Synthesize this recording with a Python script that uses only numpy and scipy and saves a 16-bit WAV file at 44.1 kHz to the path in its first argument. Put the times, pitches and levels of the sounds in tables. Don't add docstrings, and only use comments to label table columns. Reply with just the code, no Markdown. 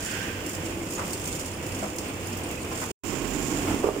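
import sys
import numpy as np
from scipy import signal
from scipy.fft import rfft, irfft, next_fast_len
from scipy.io import wavfile
from scipy.ndimage import map_coordinates

SR = 44100
rng = np.random.default_rng(int(sys.argv[2]) if len(sys.argv) > 2 else 0)


def unload_wav(signal):
    wavfile.write(
        sys.argv[1],
        SR,
        np.round(np.clip(np.atleast_2d(signal).T, -1, 1) * 32767).astype(np.int16),
    )


N = 176400
TIME = np.arange(N) / SR


def amp(db):
    return 10 ** (np.asarray(db) / 20)


def unit_rms(x):
    return x / np.sqrt(np.mean(x ** 2) + 1e-20)


def curve_at(points, hz):
    freqs, values = np.transpose(points)
    return np.interp(np.log(hz + 1), np.log(freqs + 1), values)


def fader(points):
    return amp(np.interp(TIME, *np.transpose(points)))


def wobble(rate):
    return map_coordinates(rng.standard_normal(4096), [TIME * rate + 2], mode='wrap')


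def filtered(x, response):
    n = x.shape[-1]
    size = next_fast_len(n + 8192)
    return irfft(rfft(x, size) * response(np.fft.rfftfreq(size, 1 / SR)), size)[..., :n]


# (frequency [Hz], left-right correlation [-1 to 1])
STEREO_IMAGE = [(60, 0.89), (250, 0.98), (500, 0.82), (1000, 0.018), (2000, -0.016)]
def spread(pair, eq_db):
    def response(hz):
        angle = np.arccos(np.clip(curve_at(STEREO_IMAGE, hz), -1, 1)) / 2
        return amp(eq_db(hz)) * [np.cos(angle), np.sin(angle)]
    mid, side = filtered(pair, response)
    return unit_rms(np.array([mid + side, mid - side]))


def panned(x, pan_db):
    return x * amp(np.array([[pan_db], [-pan_db]]) / 2)


def place(track, start_s, sound):
    part = track[:, max(0, round(start_s * SR)):][:, :sound.shape[-1]]
    part += sound[..., :part.shape[1]]


def hum(tones, waver_db):
    out = np.zeros(N)
    for hz, rate, db in tones:
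        waver = amp(waver_db * wobble(rate))
        out += amp(db) * unit_rms(waver * np.sin(2 * np.pi * hz * TIME + wobble(2 * rate)))
    return out


def contacts(per_s, scatter_db, life_s):
    chance, size = rng.random(N), rng.standard_normal(N)
    impacts = (chance < per_s / SR) * amp(scatter_db * np.clip(size, -2, 2)) ** 2
    power = signal.fftconvolve(impacts, np.exp(-TIME[:2048] / life_s))[:N]
    return unit_rms(np.sqrt(np.abs(power)) * rng.standard_normal((2, N)))


def noisy_hits(hits, width_oct, rise_s, t60):
    out, t = np.zeros((2, N)), TIME[:SR // 4]
    envelope = np.minimum(t / rise_s, 1) * amp(-60 * np.maximum(t - 2 * rise_s, 0) / t60)
    for start, db, centre in hits:
        band_db = lambda hz: -10 * np.log10(1 + (np.log2((hz + 1) / centre) / width_oct) ** 4)
        place(out, start, amp(db) * spread(rng.standard_normal((2, len(t))), band_db) * envelope)
    return out


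def pitched_hits(hits, modes, rise_s):
    out, t = np.zeros((2, N)), TIME[:SR // 4]
    for start, db in hits:
        ring = 0
        for hz, mode_db, t60 in modes:
            decay = amp(mode_db + rng.normal(0, 1.3) - 60 * t / t60)
            ring += decay * np.sin(2 * np.pi * hz * t + rng.normal(0, 0.47, (2, 1)))
        place(out, start, amp(db) * ring * (1 - np.exp(-t / rise_s)))
    return out


def drive_din(eq, clatter_db, waver_db):
    rush = rng.standard_normal((2, N))
    clatter = amp(clatter_db) * contacts(per_s=140, scatter_db=0.5, life_s=0.0076)
    return spread(rush + clatter, lambda hz: curve_at(eq, hz)) * amp(waver_db * wobble(11.69))


# (frequency [Hz], gain [dB])
PACKER_EQ = [(25, -17), (45, -3), (120, -2.5), (220, -1.5), (320, -1.5), (500, -6.5), (750, -12.5),
             (1300, -16), (2700, -15), (5000, -27.5), (9000, -30.5), (15000, -33)]
# (frequency [Hz], wander rate [Hz], level [dB])
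PACKER_TONES = [(93.5, 11, -44)]
def packer_drives():
    rumble = amp(-34.5) * drive_din(PACKER_EQ, clatter_db=-6.0, waver_db=0.96)
    return rumble + hum(PACKER_TONES, waver_db=3.0)


# (time [s], level [dB])
CHURN_FADER = [(0, -48), (.3, -55), (.4, -39.5), (.72, -39), (1.0, -43), (1.5, -44.5), (1.9, -39.5),
               (2.05, -42), (2.35, -41), (2.9, -44)]
# (frequency [Hz], width [Hz], gain [dB])
PACKER_FRAME = [(294.3, 20, -2), (330.5, 35, -1.5), (503, 72, -10.5)]
def churn():
    def body_db(hz):
        peaks = [amp(db) ** 2 / (1 + (2 * (hz - centre) / width) ** 2) ** 2
                 for centre, width, db in PACKER_FRAME]
        return 10 * np.log10(sum(peaks))
    return fader(CHURN_FADER) * spread(contacts(per_s=180, scatter_db=3, life_s=0.0088), body_db)


# (time [s], level [dB])
RATTLE_FADER = [(0, -43), (.06, -40), (.2, -47.5), (.38, -55), (.52, -45), (.58, -50.5), (.66, -45),
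                (.76, -50), (.88, -46), (.96, -45), (1.19, -43.5), (1.29, -40.5), (1.47, -43), (1.6, -50.5),
                (1.83, -43.5), (1.94, -50), (2.68, -49), (2.79, -39), (2.91, -44.5), (3.04, -46),
                (3.09, -40), (3.24, -47), (3.42, -38.5), (3.7, -43), (3.88, -57)]
# (frequency [Hz], gain [dB])
RATTLE_EQ = [(1500, -29.5), (3500, 1.5), (5200, -2), (7300, 2), (9500, -1), (12000, -4), (15000, -13)]
def rattle():
    grains = contacts(per_s=300, scatter_db=3, life_s=.003)
    hiss = amp(-3.5) * rng.standard_normal((2, N))
    return fader(RATTLE_FADER) * spread(grains + hiss, lambda hz: curve_at(RATTLE_EQ, hz))


# (time [s], level [dB])
AIR_FADER = [(0, -46), (.13, -34.5), (.24, -37.5), (.38, -43), (.62, -49.5), (.9, -94)]
# (frequency [Hz], gain [dB])
PIPE_EQ = [(700, -23), (1300, -14), (1500, -0.5), (1900, -2.5), (2200, -8.5), (3000, -6), (4000, -14),
           (15000, -27)]
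# (frequency [Hz], wander rate [Hz], level against the rush [dB])
PIPE_WHISTLES = [(1582, 14, -11.5), (1843, 13, -13.5)]
def air_puff():
    rush = spread(rng.standard_normal((2, N)), lambda hz: curve_at(PIPE_EQ, hz))
    return panned(fader(AIR_FADER) * (rush + hum(PIPE_WHISTLES, waver_db=3.5)), pan_db=-2.0)


# (time [s], relative level [dB], band centre [Hz])
CLICK_CUES = [(.047, -33, 7000), (.462, -33, 7500), (.493, -33, 8500), (.532, -35, 7700), (.548, -34, 7500),
              (.907, -34, 6900), (.934, -33.5, 7500), (.95, -35, 6700), (1.056, -41, 6800),
              (1.077, -37, 7200), (1.105, -34, 7200), (1.131, -29.5, 7000), (1.176, -43, 7200),
              (1.255, -33.5, 7200), (1.273, -30, 7500), (1.354, -34, 7000), (1.395, -35, 6800),
              (1.459, -34, 7500), (1.664, -35, 8000), (1.747, -37, 7000), (1.96, -35, 9000),
              (1.984, -29.5, 6200), (2.27, -36, 7800), (2.327, -35.5, 5830), (2.371, -34.5, 9000),
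              (2.51, -37, 8500), (2.812, -35.5, 8100)]
def gripper_clicks():
    return amp(-2.5) * noisy_hits(CLICK_CUES, width_oct=0.69, rise_s=0.0011, t60=0.062)


# (time [s], level [dB], pitch [Hz])
CLINK_CUES = [(.806, -35.5, 2130), (.951, -35, 6730), (2.573, -33.5, 2540)]
def clinks():
    t60 = 0.076
    return sum(pitched_hits([(start, db)], [(hz, 0, t60)], rise_s=0.0021) for start, db, hz in CLINK_CUES)


# (time [s], level [dB], band centre [Hz])
CLUNK_CUES = [(.977, -37, 950), (.988, -34, 950), (1.01, -39, 1100), (1.43, -45, 850), (1.822, -34.5, 900),
              (1.835, -35.5, 560), (2.712, -36.5, 900), (2.812, -35, 1110), (2.824, -36.5, 1080),
              (3.67, -34.5, 980), (3.702, -35.5, 950), (3.83, -31.5, 660), (3.866, -33.5, 596)]
def lever_clunks():
    return noisy_hits(CLUNK_CUES, width_oct=0.7, rise_s=0.0059, t60=0.12)


# (time [s], level [dB])
STOP_CUES = [(1.132, -33)]
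# (frequency [Hz], gain [dB], t60 [s])
STOP_MODES = [(4430, -1, 0.082), (8370, 0.86, .04)]
def steel_stop():
    return pitched_hits(STOP_CUES, STOP_MODES, rise_s=0.0011)


# (time [s], level [dB], pitch [Hz])
SQUEAK_CUES = [(1.527, -47, 4930), (1.709, -47, 4900), (2.074, -45, 4370), (2.25, -45, 4900),
               (2.43, -44, 4450), (2.609, -45.5, 4280)]
def chain_squeaks(length_s=0.0273, sag_per_s=1.5, octave_db=3.5, rough_rad=2.4):
    out, t = np.zeros((2, N)), TIME[:round(length_s * SR)]
    envelope = np.sin(np.pi * t / length_s) ** 2
    for start, db, pitch in SQUEAK_CUES:
        glide_hz = pitch * (1 - sag_per_s * (t - length_s / 2))
        phase = 2 * np.pi * np.cumsum(glide_hz) / SR
        harmonic = lambda k: np.sin(k * phase + rough_rad * wobble(500)[:len(t)])
        pair = np.array([harmonic(1) + amp(octave_db) * harmonic(2) for channel in range(2)])
        place(out, start, amp(db) * pair * envelope)
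    return out


# (time [s], level [dB])
TRAY_CUES = [(1.826, -25.5), (1.84, -25)]
# (frequency [Hz], gain [dB], t60 [s])
BED_MODES = [(208.5, -4.5, 0.12), (350, -5, 0.061), (530, -6, 0.14), (627, 0.5, 0.047), (740, -14, .08),
             (1306, -10.5, 0.04)]
def tray_drop():
    return panned(pitched_hits(TRAY_CUES, BED_MODES, rise_s=0.00098), pan_db=3.5)


# (frequency [Hz], gain [dB])
CONVEYOR_EQ = [(25, -12), (45, -5.5), (130, -7.5), (220, -2), (300, 4), (400, -2.5), (520, -9), (1200, -17),
               (2700, -17.5), (5000, -27), (9000, -27), (15000, -34.5)]
# (frequency [Hz], wander rate [Hz], level [dB])
CONVEYOR_TONES = [(47.9, 3.1, -41.5), (91.9, 8.4, -47), (135.2, 6, -46), (282.2, 46, -40), (385, 40, -46),
                  (1085, 14, -56)]
# (time [s], gain [dB])
LOAD_FADER = [(3.04, -4), (3.12, -1), (3.33, -1), (3.48, 0), (3.72, 3), (3.82, -0.5), (3.92, -3),
              (4.0, -2.5)]
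# (time [s], left minus right [dB])
PAN_MOVE = [(3.3, -6.5), (3.7, -1)]
def conveyor_drive():
    rumble = amp(-30.5) * drive_din(CONVEYOR_EQ, clatter_db=-4.5, waver_db=0.27)
    drive = fader(LOAD_FADER) * (rumble + hum(CONVEYOR_TONES, waver_db=3.5))
    return drive * fader(PAN_MOVE) ** np.array([[.5], [-.5]])


def rollers(fine_rattle, ring_hz=7300, width_hz=450, boost_db=2.5):
    ringing = filtered(fine_rattle, lambda hz: amp(boost_db / (1 + ((hz - ring_hz) / width_hz) ** 2)))
    return panned(ringing * amp(-3.5), pan_db=-8.5)


# (time [s], level [dB], pitch [Hz])
THUMP_CUES = [(3.715, -22.5, 274), (3.742, -18, 280), (3.842, -8.5, 419), (3.854, -20, 503),
              (3.869, -16, 456), (3.888, -9.5, 416), (3.963, -16.5, 423)]
# (ratio to the pitch [x], gain [dB], t60 [s])
CONVEYOR_FRAME = [(1, -0.5, 0.03), (1.03, -14, 0.065), (.8, -22, 0.024), (1.3, -6.5, 0.024),
                  (1.7, -25.5, .035), (2.8, -19.5, 0.035)]
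def conveyor_thumps():
    out = np.zeros((2, N))
    for start, db, pitch in THUMP_CUES:
        modes = [(pitch * ratio, gain, t60) for ratio, gain, t60 in CONVEYOR_FRAME]
        out += pitched_hits([(start, db)], modes, rise_s=0.0012)
    return panned(out, pan_db=-7.5)


def hall_reverb(x, t60=0.31, predelay_s=.005):
    t = TIME[:SR // 2]
    tail = spread(rng.standard_normal((2, len(t))), np.zeros_like)
    tail *= amp(-60 * t / t60) * (t > predelay_s)
    return signal.fftconvolve(x, tail / np.linalg.norm(tail[0]), axes=1)[:, :N]


def scene(packer_end_s=2.917, conveyor_start_s=3.036, fade_s=.003):
    packer_bed = packer_drives() + churn()
    conveyor_bed = conveyor_drive()
    fine_rattle = rattle()
    spots = gripper_clicks() + chain_squeaks() + clinks() + steel_stop()
    spots += lever_clunks() + tray_drop() + conveyor_thumps()
    spots += amp(-7.5) * hall_reverb(spots)
    at_packer = packer_bed + amp(1.0) * fine_rattle + air_puff() + spots
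    at_conveyor = conveyor_bed + rollers(fine_rattle) + spots
    fade_out = np.clip((packer_end_s - TIME) / fade_s, 0, 1)
    fade_in = np.clip((TIME - conveyor_start_s) / fade_s + .5, 0, 1)
    return at_packer * fade_out + at_conveyor * fade_in


# (frequency [Hz], gain [dB])
LEFT_PORT_EQ = [(90, -2), (400, -0.9), (1000, 2.5), (1800, -4.5), (2800, -1), (3300, -2), (3900, -7.5),
                (5000, 1), (6300, -1), (7200, -1.5), (7800, 0), (8600, 7), (9700, 1.5), (10800, -2.5),
                (14000, -3), (14900, 6.5), (15700, -10.5)]
RIGHT_PORT_EQ = [(90, 1), (400, -0.2), (1000, 4), (1800, 1.5), (2600, 5), (3300, 2), (3850, -4), (4300, -2),
                 (5200, 5.5), (6200, 4), (7200, 11), (8000, 3.5), (9200, -2.5), (11000, -3.5), (13900, 2.5),
                 (14900, 11), (15700, 3)]
def record(dry, high_cut_hz=15850):
    coloured = filtered(dry, lambda hz: amp([curve_at(LEFT_PORT_EQ, hz), curve_at(RIGHT_PORT_EQ, hz)]))
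    return filtered(coloured, lambda hz: np.clip((high_cut_hz - hz) / 200 + .5, 0, 1))


dry = scene()
out = record(dry)
unload_wav(out)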